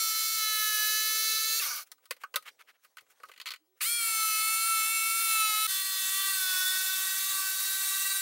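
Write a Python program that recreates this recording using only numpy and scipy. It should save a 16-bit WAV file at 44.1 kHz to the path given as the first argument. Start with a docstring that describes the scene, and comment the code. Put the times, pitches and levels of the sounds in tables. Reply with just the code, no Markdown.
"""A jigsaw in a workshop: it cuts, coasts to a stop, then starts again and cuts twice more, last at a lower pitch.
The motor sings on the orders of its shaft and a gear mesh, over shaped noise for fan, brushes and blade.
Between cuts the disc is turned and clamped: noise bursts in resonances knock and click as a ratchet,
gritty noise slides. Behind lie an unsteady room floor and a faint rising hum."""
import sys
import numpy as np
from scipy import signal
from scipy.fft import rfft, irfft, next_fast_len
from scipy.io import wavfile
from scipy.ndimage import uniform_filter1d

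SR = 44100
rng = np.random.default_rng(int(sys.argv[2]) if len(sys.argv) > 2 else 0)


def dump_mix(stems):
    """Bounce the given channels to the path in sys.argv[1] as a 16-bit WAV at rate SR."""
    frames = np.atleast_2d(stems).T  # one column per channel
    limited = np.clip(frames, -1, 1)  # hard clip at full scale
    pcm = np.round(limited * 32767).astype(np.int16)
    wavfile.write(sys.argv[1], SR, pcm)


N = 362061
T = np.arange(N) / SR

# The three cuts. Each row: time in seconds, shaft speed in Hz, hiss in dB, whine swell in dB,
# depth of the tone flutter in dB.
CUT_1 = [(0.0, 443, -33.5, -1.5, 0), (0.124, 436.8, -35, -1, 1), (0.334, 441, -34.5, -2, 1),
         (0.436, 433.5, -35.5, 1, 1), (0.806, 427.5, -33.5, -1, 1), (1.256, 437.7, -34.5, 0.5, 1),
         (1.398, 437.3, -34.5, -1.5, 2.5), (1.532, 439.7, -34, -0.5, 1), (1.6, 448.3, -35, -3.5, -1.5)]
CUT_2 = [(3.803, 191, -63, -32, 1), (3.815, 255, -34, -6, 1), (3.831, 365, -32, -7, 0.93),
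         (3.865, 446.6, -34, -2, 1), (3.9, 467.6, -35, -2, 1), (3.968, 473, -36.5, -1, 1),
         (4.026, 456, -35, 0.5, 1), (4.13, 443, -34, -0.5, 0.93), (4.346, 433, -33.5, 0.5, 0.71),
         (4.676, 447.7, -34.5, -1, 0.63), (4.824, 438.3, -34, 0, 1), (4.932, 446.8, -35, -0.5, 1),
         (5.0, 443.6, -34.5, -1.5, 1), (5.212, 449.4, -33, -1, 0.88), (5.33, 441.1, -32.5, 0, 0.88),
         (5.538, 428.9, -34, -1, 1), (5.667, 435.5, -33.5, 0, 0.96)]
CUT_3 = [(5.69, 382, -32.5, 0, 1.5), (5.83, 384.8, -36.5, 0.0013, 1.1), (6.07, 380.7, -35, 0, 0.92),
         (6.17, 387.2, -34.5, 0, 1.5), (6.3, 387.8, -34, 0.0039, 2.55), (6.45, 374.5, -34.5, 0, 1.1),
         (6.57, 371.1, -34, 0, 1.5), (6.81, 376.7, -34, 0, 2.37), (7.09, 380.8, -35, 0, 2.3),
         (7.31, 386.8, -34.5, 0, 2.2), (7.49, 381.8, -35.5, 0, 1.48), (7.61, 384.5, -34.5, 0.00066, 2.27),
         (8.16, 387.8, -35, 0, 3.2), (8.21, 386, -35, 0, 1.5)]
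# Power off. Each row: time in seconds, shaft speed in Hz, hiss in dB, whine in dB.
COAST_DOWN = [(1.6, 449.4, -36, -53.5), (1.625, 390.3, -34.5, -45.5), (1.666, 288.7, -35.5, -42),
              (1.7, 260.8, -40, -40.5), (1.768, 201, -41, -47.5), (1.798, 167, -46, -46),
              (1.832, 141.7, -51, -59), (1.85, 129, -75.5, -93)]

MESH = 28 / 3  # gear teeth met per shaft turn, so the shaft order of the mesh tone
STROKE_HZ = 21  # blade strokes
# Strongest tones, in shaft orders.
STRONG_ORDERS = [1, 2, 3, 4, 5, 6, 7, 8, 9, MESH, 10, MESH + 1, 11, 13, 14, 15, 17, 19, 20, 21, 22, 23]
# Strong orders in each cut. Each row, one per strong order: level in dB, slope in dB per Hz of shaft speed
# over the usual, slope in dB per second as the saw moves round the disc.
STRONG_1 = [(-64, -0.23, 4.2), (-70, -0.86, -1), (-42, 0.07, -3.5), (-47, -1.4, 6.5), (-44.5, 0, -1.9),
            (-48, -0.41, 6), (-45.5, -0.6, -0.3), (-46, 0.26, 0.5), (-43, 0, 4.5), (-39, -0.2, -0.5),
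            (-44, 0.7, -0.5), (-44, 0.1, 3.5), (-52.5, -0.5, 0.5), (-45, 0.77, -3.1), (-43.5, -0.3, 4.5),
            (-47.5, 0.25, 7), (-45.5, 0.6, -2.2), (-63, 0.3, 1.5), (-56.5, 1, -1.5), (-54.5, 1, 0.6),
            (-52.5, 0.5, 0), (-55, 0, -0.5)]
STRONG_2 = [(-69.5, -0.053, -1), (-63, -0.4, 0), (-35.5, -0.055, 2.5), (-58, -0.35, 3.5),
            (-40.0, 0.28, -0.5), (-40, -0.03, 4.5), (-49.5, -0.59, 3.5), (-46, 0.02, 6),
            (-48.5, -0.025, 11), (-43.5, 0.033, 4.5), (-47.5, -0.32, -5), (-50.5, 0.15, 5), (-58, -1, -3),
            (-53, -0.53, 1.5), (-48.5, -0.33, -2), (-68, 0.24, 7.1), (-44.5, 0.29, -1.5), (-53, 0.15, 0),
            (-43.5, 0.34, -3.5), (-43.7, 0.19, 3), (-44, 0.28, -1), (-61, -0.36, -7)]
STRONG_3 = [(-77, -0.53, -3.5), (-70, -0.82, 4.5), (-51, 0.27, -0.8), (-45.5, -1.01, 2.9),
            (-48.5, 0.038, -1), (-55, -0.29, 1.3), (-50, -0.11, 0.3), (-57, -0.17, -6.5), (-51, 1, -5),
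            (-48, -1.02, -3.5), (-46, 0.28, 1), (-55.9, -0.42, 1.5), (-49.5, 0.03, -4.5), (-54, -0.26, -4),
            (-53.5, -0.85, 0.5), (-54.5, -0.77, 6), (-52.2, 0.083, -3), (-55, 0.32, 1), (-55, 0.48, 5),
            (-52, 0.62, -1.1), (-55, -0.05, 1.5), (-46.5, 0.42, -1.5)]
# Level of each strong order in dB before the blade bites.
FREE_RUNNING_DB = [-76, -81, -45.5, -58, -39.5, -66, -40, -60, -47, -40.5, -59, -59, -45, -55, -65, -49,
                   -48, -38.5, -48, -45, -54, -58]
# Per cut: shaft speed in Hz and time in seconds at which the slopes are zero.
USUAL_SHAFT_HZ = [436, 441, 382]
MIDDLE_TIME_S = [.79, 4.855, 6.96]
# Other shaft orders. Each row: order, dB over the hiss in each of the three cuts.
WEAK_ORDERS = [(12, -22, -18, -14), (16, -16.5, -16.5, -16), (18, -27.5, -32, -24), (24, -23, -38, -15.5),
               (25, -22, -29, -25), (26, -16.5, -28, -18.5), (27, -19.5, -22, -24), (28, -18, -25, -16),
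               (29, -26, -14, -15.5), (33, -28.5, -28, -21), (34, -21.5, -20, -25), (35, -18.5, -23, -18.5)]
# Mesh sidebands: distance above the mesh tone in shaft orders.
SIDEBAND_ORDERS = [2, 3, 4, 5, 6, MESH]
# Each row, one per sideband: dB over the hiss in each of the three cuts.
SIDEBAND_DB = [(-13, -18.5, -17), (-17, -21, -40), (-22, -20, -26), (-19, -28, -40), (-19.5, -34, -42),
               (-20, -41, -23)]
# Hiss colour. Each row: frequency in Hz, relative dB per Hz in each of the three cuts.
HISS_COLOUR = [(60, -23, -19, -30), (330, -28.5, -23, -28.5), (880, -22.5, -22, -19),
               (1214, -9, -8.5, -8.5), (1535, -11.5, -11, -6.5), (2700, -7, -6.5, -8.5),
               (3100, -9, -7.5, -5.5), (4240, -3.5, -4.5, -4), (5600, 1, -6, -3), (6980, -0.5, -2.5, -0.5),
               (8460, -5, 0, 2), (9000, 1.5, 4.5, -1), (12300, 3.5, 3.5, 2), (15700, 2.5, -0.5, 2)]
# Per cut: rumble in dB relative to the hiss (trimmed in use), its slope in dB per Hz of speed over the
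# usual (a labouring blade rumbles more), slow drift of each strong order in dB.
RUMBLE_OVER_HISS_DB = [-43, -40.5, -43]
RUMBLE_DB_PER_HZ = [0, -0.2, -0.17]
ORDER_DRIFT_DB = [1, 2.5, 2.5]
# Housing resonances, then those of the burst at the start. Each row: centre in Hz, width in Hz, relative dB.
HOUSING_MODES = [(500, 43, -15.5), (623, 150, -15), (1184, 80, 4), (1497, 63, 6), (2210, 55, 6),
                 (2340, 130, -2), (3010, 210, -7), (4300, 370, -1.5), (5960, 670, 3)]
BURST_MODES = [(1290, 300, -8.5), (2410, 500, 0.5), (3000, 430, -4), (4240, 900, -10)]
# Stereo lean of the saw. Each row: frequency in Hz, left minus right in dB in each of the three cuts.
LEAN_BY_BAND = [(900, 0, 0, 0), (1300, -1.5, -0.41, 0.12), (1800, -5, -0.69, -0.24), (2700, 0, -1.8, 1),
                (4000, -0.5, 0.53, -1.4), (5500, -3.5, 3.6, -0.23), (9000, 5, 1, -0.12), (15000, -2, 1, 0)]

BITE_S, BITE_RISE_S = 3.985, 0.12  # the blade meets the wood in the second cut
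EASE_S, EASE_HALF_S, EASE_DB = 6.24, 0.11, 5  # the feed eases; orders 1 to 8 swell briefly
GLIDE_DB, GLIDE_T60_S = -2, 0.28  # strong orders sing on while the speed falls
BURST_S, BURST_DB, BURST_T60_S = 3.806, -32, 0.19  # a bright burst of resonant noise around 2.4 kHz as the motor starts

# Knocks of clamp and jig. Each row: time in seconds, level in dB, centre in Hz, thump, wood and treble
# peaks in relative dB, left minus right in dB.
KNOCK_HITS = [(1.917, -38.5, 5600, -35, -15.5, 9.5, 1), (1.981, -64.5, 2840, -20, 0, 7, -4),
              (2.056, -50, 3680, -28, -9, 8.5, 3.5), (2.109, -22.5, 1940, -14, -9.5, 6, -2),
              (2.166, -50, 1960, -12, -15, 4, -1), (2.236, -34.5, 1700, -30, 5, -3, -2.5),
              (2.341, -27, 2670, -16.5, -6, -5, -5.5), (2.359, -17, 3800, -20, -8.5, 6.5, 1),
              (2.425, -51, 1990, -15, -8, 9.5, 3.5), (2.458, -45.5, 2170, -20, -4, -6.5, -7),
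              (2.483, -34, 2630, -43, -19, -13, -2), (2.848, -49.5, 2090, -13, -4, 4.5, -3),
              (2.97, -38.5, 2220, -35, -1.5, 3, -3), (2.983, -35.5, 1970, -35, -14, -6.5, 1),
              (3.009, -54, 1710, -25, -10, 10, 3.5), (3.201, -53.5, 1700, -4, 1, -3, 1.5),
              (3.234, -41.5, 1710, -11, 6.5, 0, -1.5), (3.254, -51.5, 1950, -16, -16, 4, -1.5),
              (3.287, -46.5, 4020, -20, -8, 2.5, 3), (3.294, -48, 1990, -3.5, 1, -7, -2.5)]
# Clamp ratchet clicks. Each row: time in seconds, level in dB, centre in Hz.
RATCHET_CLICKS = [(3.316, -38.5, 1860), (3.337, -44.5, 2340), (3.362, -45.5, 1950), (3.377, -39, 2700),
                  (3.4, -30.5, 2350), (3.414, -30.5, 4460), (3.458, -26.5, 2360), (3.464, -29, 2610),
                  (3.47, -25, 4400), (3.477, -26, 4390), (3.487, -26.5, 4350), (3.506, -23.5, 4440),
                  (3.517, -26.5, 4400), (3.537, -28, 2330), (3.545, -39, 1970), (3.56, -40, 3180)]
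KNOCK_T60_S, RATCHET_T60_S = 0.044, 0.038  # main decay of the burst
RATCHET_THUMP_DB, RATCHET_WOOD_DB, RATCHET_TREBLE_DB, RATCHET_PAN_DB = -40, -17, -4.5, 0.5
# Modes of the disc, lowest first, and of the clamp. Each row: centre in Hz, width in Hz, relative dB.
DISC_MODES = [(532, 89, 0), (1096, 110, 0.5), (1258, 50, 7.5), (1520, 88, 2)]
CLAMP_MODES = [(1970, 270, 5.5), (2980, 720, 6.5), (4350, 620, 0), (7140, 500, -3)]
# Slides of disc and gloves. Each row: middle in seconds, half width to 1/e in seconds, low part in dB,
# treble over the low part in dB.
SLIDE_RUBS = [(1.875, 0.015, -67.5, 4), (2.04, .015, -70.5, -1.5), (2.22, 0.015, -57.5, -2),
              (2.43, 0.025, -74, 1), (2.479, 0.018, -44.5, -8), (2.609, 0.015, -53.5, -7),
              (2.695, 0.017, -54.5, -10.5), (2.755, 0.016, -69.5, -11.5), (2.85, 0.02, -67.5, 2.5),
              (3.07, 0.011, -72, -8), (3.112, 0.015, -63, 1.5), (3.17, 0.021, -78, -1.5),
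              (3.3, 0.0061, -62.5, -6), (3.466, 0.0057, -49, -2), (3.78, 0.017, -73.5, 1.5)]
# Slide colour. Each row: frequency in Hz, relative dB per Hz.
SCUFF_COLOUR = [(180, -68), (300, -55), (419, -20.5), (542, -27), (968, -19), (1270, -9), (1700, -10),
                (2710, -11), (6500, -30.5), (8450, -56), (14300, -120)]

# Room floor colour. Each row: frequency in Hz, relative dB per Hz.
AIR_COLOUR = [(24, -44.5), (40, -26.5), (198, -25), (261, -14.5), (361, -15.5), (440, -10), (499, -9),
              (1360, -15.5), (2870, -18), (7060, -19), (15700, -23)]
# Room floor level. Each row: time in seconds, level in dB.
FLOOR_LEVEL = [(1.8, -76), (2.5, -76), (2.9, -77.5), (3.3, -69.5), (3.55, -83), (3.6, -80.5), (3.8, -79)]
# Faint hum, rising twice. Each row of both parts: time in seconds, pitch in Hz, level in dB.
HUM_RISES = [
    [(3.59, 286, -98), (3.616, 317, -75), (3.646, 318, -81), (3.665, 318, -89)],
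    [(3.665, 339, -92), (3.687, 353, -80), (3.705, 371, -80), (3.743, 373, -75), (3.77, 367, -98)],
]
# Side signal. Each row: frequency in Hz, side minus mid in dB, before the width gain.
SIDE_COLOUR = [(300, -38.5), (1500, -57.5), (2500, -22), (4300, -20.5), (6500, -22.5), (8500, -19),
               (9400, -16), (10500, -19.5), (12200, -16), (15500, -29)]
# Width gain. Each row: time in seconds, gain of the side signal in dB.
WIDTH_GAIN = [(0, 0), (1.7, -3), (2, -2.5), (3.7, 6), (4, -0.5), (5.6, -1.5), (5.8, -5), (8.2, -8)]
TOP_HZ = 15750  # band limit


def saw():
    """Cuts one and two and the coast share one running shaft angle; cut three has its own, lower speed."""
    speed = np.array([r[:2] for rows in (CUT_1, COAST_DOWN, CUT_2, CUT_3) for r in rows])
    turns = np.cumsum(np.interp(T, *speed.T)) / SR
    first = cutting(CUT_1, STRONG_1, count=1, turns_all=turns) + coasting(turns)
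    second = start_burst() + cutting(CUT_2, STRONG_2, count=2, turns_all=turns)
    later_turns = np.cumsum(np.interp(T, *np.transpose(CUT_3)[:2])) / SR
    third = cutting(CUT_3, STRONG_3, count=3, turns_all=later_turns, fade_s=0.018)
    return leaning(first, count=1) + leaning(second, count=2) + leaning(third, count=3)


def cutting(rows, strong, count, turns_all, fade_s=0.0032):
    """Powered saw: strong orders that follow speed and place, weaker orders, mesh sidebands and hiss."""
    where, t, gate, (shaft_hz, hiss_db, swell_db, flutter_db) = stretch(rows, fade_s)
    cut = count - 1
    turns = turns_all[where]
    faster_hz = shaft_hz - USUAL_SHAFT_HZ[cut]
    later_s = t - MIDDLE_TIME_S[cut]
    load = np.clip((t - BITE_S) / BITE_RISE_S, 0, 1) ** 0.71 if count == 2 else 1
    ease_db = EASE_DB * np.exp(-((t - EASE_S) / EASE_HALF_S) ** 4)
    rumble_db = hiss_db + RUMBLE_OVER_HISS_DB[cut] + RUMBLE_DB_PER_HZ[cut] * np.clip(faster_hz, -12, 12)
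    out = hiss(count, turns, t, hiss_db, rumble_db, tilt_db=0.5)

    for order, (db, per_hz, per_s), free_db in zip(STRONG_ORDERS, strong, FREE_RUNNING_DB):
        cut_db = db + per_hz * np.clip(faster_hz, -10, 9) + per_s * later_s
        cut_db = cut_db + ORDER_DRIFT_DB[cut] * wobble(11.005, t) + (order < 9) * ease_db
        level = load * amp(cut_db) + (1 - load) * amp(free_db)
        level = level * amp(swell_db + sliding(order, shaft_hz, count))
        out += level * tone(order, turns, t, flutter_db, smear=0.013)

    weak = [(round(r[0]), r[count]) for r in WEAK_ORDERS]
    weak += [(MESH + k, r[cut]) for k, r in zip(SIDEBAND_ORDERS, SIDEBAND_DB)]
    for order, db in weak:
        level = amp(hiss_db + db + 2.5 * wobble(5, t))
        out += level * tone(order, turns, t, flutter_db, smear=0.015)
    return np.pad(gate * out, (where.start, N))[:N]


def tone(order, turns, t, flutter_db, smear):
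    """Sine at one shaft order; throbs with the strokes, chatters and smears more the higher it lies."""
    slip = smear * order * (1 + (order / 24) ** 2) * wobble(70, t) + rng.uniform(0, 2 * np.pi)
    strokes = np.sin(2 * np.pi * STROKE_HZ * t + 2 * wobble(3.68, t))
    throb = 0.8 * wobble(44.86, t) + 1.02 * strokes
    chatter_db = 0.12 * order * wobble(24.99, t)
    return np.sqrt(2) * amp(flutter_db * throb + chatter_db) * np.sin(2 * np.pi * order * turns + slip)


def sliding(order, shaft_hz, count):
    """dB change of an order off its usual pitch: it takes on the hiss colour there."""
    colour = [(r[0], r[count]) for r in HISS_COLOUR]
    return along(colour, order * shaft_hz) - along(colour, order * USUAL_SHAFT_HZ[count - 1])


def hiss(count, turns, t, hiss_db, rumble_db, tilt_db):
    """Fan, brush and blade noise, pulsing once a turn and wavering with the feed, over a low rumble."""
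    air = patchy(noise(len(t), [(r[0], r[count]) for r in HISS_COLOUR]), depth_db=1.5)
    air = air / np.std(band(air, 9500, 15500))  # hiss level refers to this band
    pulse = 1 + 0.074 * np.sin(2 * np.pi * turns)
    air = air * pulse * amp(0.46 * wobble(20, t) + 0.6 * wobble(150, t))
    low, high = band(air, 330, 5000), band(air, 5000, SR)
    rumble = unit(band(rng.standard_normal(len(t)), 20, 330))
    return amp(hiss_db) * (high + amp(tilt_db) * low) + amp(rumble_db - 0.3) * rumble


def coasting(turns_all):
    """Power off: the falling orders rattle through the fixed housing resonances."""
    where, t, gate, (shaft_hz, hiss_db, whine_db) = stretch(COAST_DOWN, 0.003)
    turns = turns_all[where]
    whine = sum(abs(peaks(HOUSING_MODES, k * shaft_hz)) * tone(k, turns, t, flutter_db=2.5, smear=0.03)
                for k in range(1, 30))
    whine = whine / np.std(band(whine, 900, 3000))
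    free = amp(-1) * whine + amp(-5) * rattle(len(t), HOUSING_MODES)
    end_db = [db + per_s * (t[0] - MIDDLE_TIME_S[0]) for db, _, per_s in STRONG_1]
    glide = sum(amp(db + sliding(k, shaft_hz, count=1)) * tone(k, turns, t, flutter_db=6, smear=0.027)
                for k, db in zip(STRONG_ORDERS, end_db))
    out = amp(GLIDE_DB - 60 * (t - t[0]) / GLIDE_T60_S) * glide + amp(whine_db) * free
    out += hiss(1, turns, t, hiss_db, hiss_db + RUMBLE_OVER_HISS_DB[0] - 3, tilt_db=5.5)
    return np.pad(gate * out, (where.start, N))[:N]


def start_burst():
    """Burst as the motor starts: resonant noise with a fast rise and exponential decay."""
    since_s = np.clip(T - BURST_S, 0, 1)
    rise = 1 - np.exp(-since_s / 0.0024)
    return amp(BURST_DB - 60 * since_s / BURST_T60_S) * rise * rattle(N, BURST_MODES)


def rattle(n, modes):
    """Noise in a set of resonances, rms 1 within 900-3000 Hz."""
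    x = filtered(rng.standard_normal(n), lambda hz: peaks(modes, hz))
    return x / np.std(band(x, 900, 3000))


def leaning(x, count):
    """Saw off to one side: a left-right level difference that varies with frequency."""
    lean = [(r[0], r[count]) for r in LEAN_BY_BAND]
    return filtered(x, lambda hz: amp(along(lean, hz) * np.array([[0.5], [-0.5]])))


def knocks():
    """Knocks and ratchet clicks: short noise bursts that excite the clamp, the disc and a bright crack."""
    out, t = np.zeros((2, N + SR)), np.arange(SR // 6) / SR
    ratchet = (RATCHET_THUMP_DB, RATCHET_WOOD_DB, RATCHET_TREBLE_DB, RATCHET_PAN_DB, RATCHET_T60_S)
    hits = [(*r, KNOCK_T60_S) for r in KNOCK_HITS] + [(*r, *ratchet) for r in RATCHET_CLICKS]
    rise = 1 - np.exp(-t / 0.0003)
    for start_s, db, centre_hz, thump_db, wood_db, treble_db, pan_db, t60_s in hits:
        decay = amp(-60 * t / t60_s) + amp(-22.0 - 60 * t / 0.12)  # main decay and a weak slower tail
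        burst = rng.standard_normal(len(t)) * rise * decay
        burst[:3] += [2.5, 4, -3]  # sharp first contact
        clamp = CLAMP_MODES + [(centre_hz, 500, 1.5)]
        bodies = (clamp, DISC_MODES[:1], DISC_MODES[1:], [(10900, 52000, 0)])
        # resonances, then a 300 Hz second-order high-pass
        parts = [filtered(burst, lambda hz: peaks(modes, hz) * hz ** 2 / (hz + 300 / 1j) ** 2)
                 for modes in bodies]
        levels = amp([-3, thump_db, wood_db, treble_db])
        hit = sum(g * p / abs(p).max() for g, p in zip(levels, parts))
        out[:, round(start_s * SR):][:, :len(t)] += amp(db) * hit * amp([[pan_db / 2], [-pan_db / 2]])
    return out[:, :N]


def slides():
    """Friction rubs: gritty low and treble noise under bell-shaped swells."""
    grit = amp(2.8 * wobble(400, T))
    low = unit(grit * noise(N, SCUFF_COLOUR))
    high = unit(grit * band(rng.standard_normal(N), 5100, SR))
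    return sum(amp(db) * np.exp(-((T - middle_s) / half_s) ** 2) * (low + amp(treble_db) * high)
               for middle_s, half_s, db, treble_db in SLIDE_RUBS)


def workshop():
    """Room floor of unsteady coloured noise, plus a sine hum of rising pitch."""
    where, t, gate, (hum_hz, hum_db) = stretch(HUM_RISES[0] + HUM_RISES[1], 0.01)
    hum = gate * np.sqrt(2) * amp(hum_db) * np.sin(2 * np.pi * np.cumsum(hum_hz) / SR)
    floor_db = np.interp(T, *np.transpose(FLOOR_LEVEL)) + 1.8 * wobble(33, T)
    floor = amp(floor_db) * patchy(noise(N, AIR_COLOUR), depth_db=3.5)
    return floor + np.pad(hum, (where.start, N))[:N]


def amp(db):
    """Amplitude ratio of a level in dB."""
    return 10 ** (np.asarray(db) / 20)


def unit(x):
    """x scaled to rms 1."""
    return x / np.sqrt(np.mean(x ** 2) + 1e-20)


def along(points, hz):
    """(Hz, value) points interpolated on a log axis."""
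    f, v = np.transpose(points)
    return np.interp(np.log(hz + 1), np.log(f + 1), v)


def wobble(rate_hz, t):
    """Random curve through rate_hz normal knots a second."""
    knots = rng.standard_normal(int((t[-1] - t[0]) * rate_hz) + 2)
    return np.interp((t - t[0]) * rate_hz, np.arange(len(knots)), knots)


def filtered(x, response):
    """x times a complex response of frequency."""
    m = next_fast_len(x.shape[-1] + 4096)
    return irfft(rfft(x, m) * response(np.fft.rfftfreq(m, 1 / SR)), m)[..., :x.shape[-1]]


def noise(n, spectrum):
    """Coloured noise of rms 1."""
    return unit(filtered(rng.standard_normal(n), lambda hz: amp(along(spectrum, hz))))


def band(x, lo_hz, hi_hz):
    """x between two sharp band edges."""
    return filtered(x, lambda hz: (hz >= lo_hz) & (hz < hi_hz))


def peaks(modes, hz):
    """Causal response of a set of resonances of alternating sign."""
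    return sum((-1) ** k * amp(db) * 1j * hz * width_hz / (centre_hz ** 2 - hz * hz + 1j * hz * width_hz)
               for k, (centre_hz, width_hz, db) in enumerate(modes))


def stretch(rows, fade_s):
    """Sample range and times of a table, a gate with soft ends, and its columns per sample."""
    s, *cols = np.transpose(rows)
    where = slice(max(round((s[0] - fade_s) * SR), 0), round((s[-1] + fade_s) * SR))
    t = T[where]
    gate = np.clip(np.minimum(t - s[0], s[-1] - t) / (2 * fade_s) + 0.5, 0, 1)
    return where, t, np.sqrt(gate), [np.interp(t, s, c) for c in cols]


def patchy(x, depth_db):
    """x under random patches of gain over time and frequency."""
    z = signal.stft(x, nperseg=256)[2]
    field = uniform_filter1d(rng.standard_normal(z.shape), size=3, axis=0)
    field = uniform_filter1d(field, size=12, axis=1)
    return signal.istft(z * amp(depth_db * unit(field)), nperseg=256)[1][:len(x)]


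def scene():
    """All sources, in stereo."""
    return saw() + knocks() + slides() + workshop()


def record(dry):
    """A weak, noise-smeared copy, added to left and subtracted from right, widens it; then the band limit."""
    tail_s = np.arange(SR // 10) / SR
    tail = rng.standard_normal(SR // 10) * amp(-60 * tail_s / 0.14)
    side = signal.fftconvolve(dry.mean(axis=0), tail / np.linalg.norm(tail))[:N]
    side = filtered(side, lambda hz: amp(along(SIDE_COLOUR, hz)))
    side = amp(np.interp(T, *np.transpose(WIDTH_GAIN))) * side
    return filtered(dry + [side, -side], lambda hz: hz < TOP_HZ)


dry = scene()
out = record(dry)
dump_mix(out)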